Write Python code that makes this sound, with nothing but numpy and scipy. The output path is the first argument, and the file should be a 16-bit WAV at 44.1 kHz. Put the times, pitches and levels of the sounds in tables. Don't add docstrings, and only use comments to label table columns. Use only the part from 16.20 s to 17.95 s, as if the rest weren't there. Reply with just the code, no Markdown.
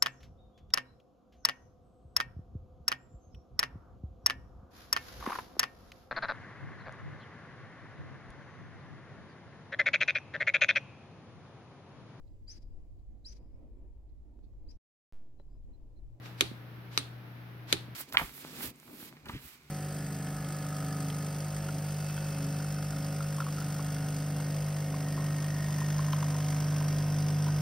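import sys
import numpy as np
from scipy import signal
from scipy.fft import rfft, irfft
from scipy.io import wavfile

SR = 44100
rng = np.random.default_rng(int(sys.argv[2]) if len(sys.argv) > 2 else 0)


def master(y):
    cut = np.clip(np.atleast_2d(y).T, -1, 1)
    pcm = np.round(cut * 32767)
    wavfile.write(sys.argv[1], SR, pcm.astype(np.int16))


N = 77175
T = np.arange(N) / SR


def from_db(db):
    return 10 ** (np.asarray(db) / 20)


def panned(db):
    return from_db(np.array([[db], [-db]]) / 2)


def over_bins(points):
    hz, value = np.transpose(points)
    return np.interp(np.log(np.arange(N // 2 + 1) * SR / N + 1), np.log(hz), value)


def noise(spectrum, correlation=0):
    mid, side = rfft(rng.standard_normal((2, N)))
    both = np.sqrt(1 + correlation) * mid + np.sqrt(1 - correlation) * side * [[1], [-1]]
    x = irfft(both * from_db(over_bins(spectrum)), N)
    return x / x.std()


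def drift(hz):
    pole = np.exp(-2 * np.pi * hz / SR)
    x = signal.lfilter([1], [1, -2 * pole, pole * pole], rng.standard_normal(2 * N))[N:]
    return (x - x.mean()) / x.std()


def burst(start_s, rise_s, t60_s):
    age = np.maximum(T - start_s, 0)
    return np.minimum(age / rise_s, 1) * np.exp(-np.log(1000) * age / t60_s)


def ring(hz, start_s, rise_s, t60_s):
    return np.sin(2 * np.pi * hz * (T - start_s)) * burst(start_s, rise_s, t60_s)


def high_pass(x, hz, order=2):
    return signal.sosfilt(signal.butter(order, hz, "high", fs=SR, output="sos"), x + 1e-18)


# frequency_hz, level_db
FAN_SPECTRUM = [(25, -32), (45, -18.5), (62, -0.5), (85, -4), (120, -7.5), (160, 0), (230, -1.5),
                (320, -6.5), (450, -8), (700, -8.5), (1100, -10.5), (1600, -9), (2600, -15.5), (4000, -22),
                (5500, -28.5), (7800, -45.5), (10000, -35.5), (12500, -25.5), (16000, -31)]
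# frequency_hz, correlation
FAN_CORRELATION = [(30, 0.029), (100, 0.83), (250, 0.73), (600, 0.46), (1500, 0), (4000, 0.011), (16000, 0)]

def fan():
    return from_db(-53) * noise(FAN_SPECTRUM, over_bins(FAN_CORRELATION))


# pitch_hz, level_db, left_minus_right_db
HUM_TONES = [(120.3, -47.5, 2.5), (148.4, -65.5, 6), (177.3, -62, 6), (291.8, -69.5, 8),
             (320.3, -66.5, 8.5), (407, -73.5, 7)]

def hum(waver_hz=12, waver_rad=0.04, waver_db=0.86):
    out = 0
    for hz, db, pan_db in HUM_TONES:
        phase = 2 * np.pi * (hz * T + rng.random())
        phase += waver_rad * hz / HUM_TONES[0][0] * drift(waver_hz)
        amplitude = np.sqrt(2) * from_db(db + waver_db * drift(waver_hz))
        out += amplitude * panned(pan_db) * np.sin(phase)
    return out


# frequency_hz, level_db
SOFT_NOISE_SPECTRUM = [(300, 2), (1400, 0.5), (2400, 1.5), (3200, -0.5), (3850, 0.5), (4700, -1.5),
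                       (6500, -9.5), (10000, -16), (13000, -9), (16000, -29)]

def rub_and_hiss(swell_s=0.035):
    envelope = from_db(-46.5) * burst(start_s=0.014, rise_s=0.052, t60_s=0.48)
    for start_s, *_, hiss_db, lead_s in SNAP_EVENTS:
        swell = np.clip((T - start_s + lead_s) / swell_s, 0, 1) * (T < start_s)
        envelope += from_db(hiss_db) * swell
    return envelope * noise(SOFT_NOISE_SPECTRUM)


# frequency_hz, level_db
CATCH_SPECTRUM = [(500, 4), (1500, 5), (3000, -1), (6000, -8), (10000, -24)]

def catch():
    return from_db(-41.5) * noise(CATCH_SPECTRUM) * burst(start_s=0.056, rise_s=0.0023, t60_s=0.061)


# frequency_hz, level_db
GRIT_SPECTRUM = [(300, 5), (900, -9.5), (1900, -3.5), (2600, -0.5), (4500, 0), (5800, -7), (7500, -7.5),
                 (11000, -9), (13000, -15.5), (15000, -12.5), (16000, -40)]
# frequency_hz, left_minus_right_db
GRIT_PAN = [(1000, 13), (2500, 1.5), (3600, -1), (4400, 11), (6000, 14), (10000, -12), (15000, -2)]

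def contact_grit():
    gains = from_db(over_bins(GRIT_PAN) * [[1], [-1]] / 2)
    return irfft(rfft(noise(GRIT_SPECTRUM)) * gains, N)


# pitch_hz, pressed_in_db, springing_back_db, left_minus_right_db
METAL_MODES = [(1235, -36.5, -28.5, 18.5), (1260, -24, -30, 2), (1840, -23, -25, -5.5),
               (2360, -23.5, -22, 16), (2550, -16, -17, 1), (2940, -21.5, -28, 17.5), (3378, -14, -33, 8),
               (3755, -12, -14.5, 9.5), (4050, -13, -12.5, -7.5), (4450, -20, -31, -10.5),
               (4675, -38, -14, -7.5), (6230, -17.5, -17.5, -9), (7680, -24.5, -47, -9),
               (8430, -32, -22, 9), (9450, -18.5, -38, 4), (11430, -22.5, -21.5, -11), (14600, -29, -39, 1)]

def metal_ring(start_s, springs_back, main_hz=3700, main_t60_s=0.0088):
    out = 0
    for k, (hz, in_db, back_db, pan_db) in enumerate(METAL_MODES):
        gain = (-1) ** k * from_db(back_db if springs_back else in_db)
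        t60_s = main_t60_s * np.sqrt(main_hz / hz)
        out += gain * panned(pan_db) * ring(hz, start_s, 1 / SR, t60_s)
    return out


# start_s, level_db, springs_back (0 if pressed in), treble_db, jolt_db, hiss_db, hiss_lead_s
SNAP_EVENTS = [(0.2083, 1.5, 0, -6, 0, -49, 0.037), (0.7759, -1, 1, -6.5, -8, -51.5, 0.075),
               (1.5264, 0.5, 0, -1.5, 0, -44.5, 0.058)]

def snaps(right_lag_s=0.00028):
    out, grit = 0, contact_grit()
    for start_s, db, springs_back, treble_db, *_ in SNAP_EVENTS:
        crack = from_db(-14.5) * grit * burst(start_s, rise_s=0.0012, t60_s=0.013)
        snap = crack + metal_ring(start_s, springs_back)
        treble = high_pass(snap, hz=5800, order=1)
        out += from_db(db) * (snap + (from_db(treble_db) - 1) * treble)
    left, right = high_pass(out, hz=741)
    return np.array([left, np.roll(right, round(right_lag_s * SR))])


# frequency_hz, level_db
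ROOM_SPECTRUM = [(300, -0.5), (900, -4), (1500, -4), (2400, -1.5), (3000, -0.5), (3700, 3), (4400, 0.5),
                 (5200, -8), (7000, -13), (9800, -13), (11500, -15.5), (13000, -24), (16000, -26.5)]

def room(tail_db=-37.5, delay_s=0.0014):
    envelope = sum(from_db(tail_db + db) * burst(start_s + delay_s, rise_s=0.0054, t60_s=0.32)
                   for start_s, db, *_ in SNAP_EVENTS)
    return envelope * noise(ROOM_SPECTRUM)


# pitch_hz, level_db, t60_s, left_minus_right_db
FRAME_MODES = [(177, -41.5, 0.29, -14), (273.7, -36, 0.07, -19.5), (334.3, -31, 0.14, -9.5),
               (400, -32, 0.1, -8), (466, -28, 0.027, -15)]

def knock(start_s, db, pitch_ratio, damping=1, rise_s=0.0018):
    out = 0
    for hz, mode_db, t60_s, pan_db in FRAME_MODES:
        mode = ring(hz * pitch_ratio, start_s, rise_s, t60_s / damping)
        out += from_db(db + mode_db) * panned(pan_db) * mode
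    return high_pass(out, hz=180)


def jolts(lag_s=0.0016, rebound_s=0.00729, rebound_db=-14, sway_hz=81.3, sway_db=-45):
    out = 0
    for start_s, _, springs_back, _, jolt_db, *_ in SNAP_EVENTS:
        pitch_ratio = 0.84 if springs_back else 1
        out += knock(start_s + lag_s, jolt_db, pitch_ratio)
        out += knock(start_s + lag_s + rebound_s, jolt_db + rebound_db, pitch_ratio)
        out += from_db(jolt_db + sway_db) * ring(sway_hz, start_s + rebound_s, rise_s=0.013, t60_s=0.39)
    return out


def scatter(x):
    response = rng.standard_normal((2, N)) * burst(start_s=0.0026, rise_s=0.00053, t60_s=0.05)
    response /= np.linalg.norm(response, axis=1, keepdims=True)
    return from_db(-10) * signal.fftconvolve(x, response, axes=1)[:, :N]


# start_s, level_db
NUDGE_EVENTS = [(0.314, -8), (0.581, -17.5), (1.156, -42), (1.684, -16)]

def nudges():
    return sum(knock(start_s, db, pitch_ratio=0.616, damping=1.95) for start_s, db in NUDGE_EVENTS)


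# frequency_hz, level_db
SETTLE_SPECTRUM = [(1000, -9), (4000, 1), (6000, -3), (9000, 40), (12000, -24), (16000, -25)]

def settle():
    return from_db(-27) * noise(SETTLE_SPECTRUM) * burst(start_s=0.7855, rise_s=0.0025, t60_s=0.02)


def scene():
    metal = catch() + snaps() + settle()
    return fan() + hum() + rub_and_hiss() + metal + room() + jolts() + scatter(metal) + nudges()


def record(dry, cutoff_hz=16400):
    return signal.sosfilt(signal.ellip(10, .1, 80, cutoff_hz, fs=SR, output="sos"), dry)


dry = scene()
out = record(dry)
master(out)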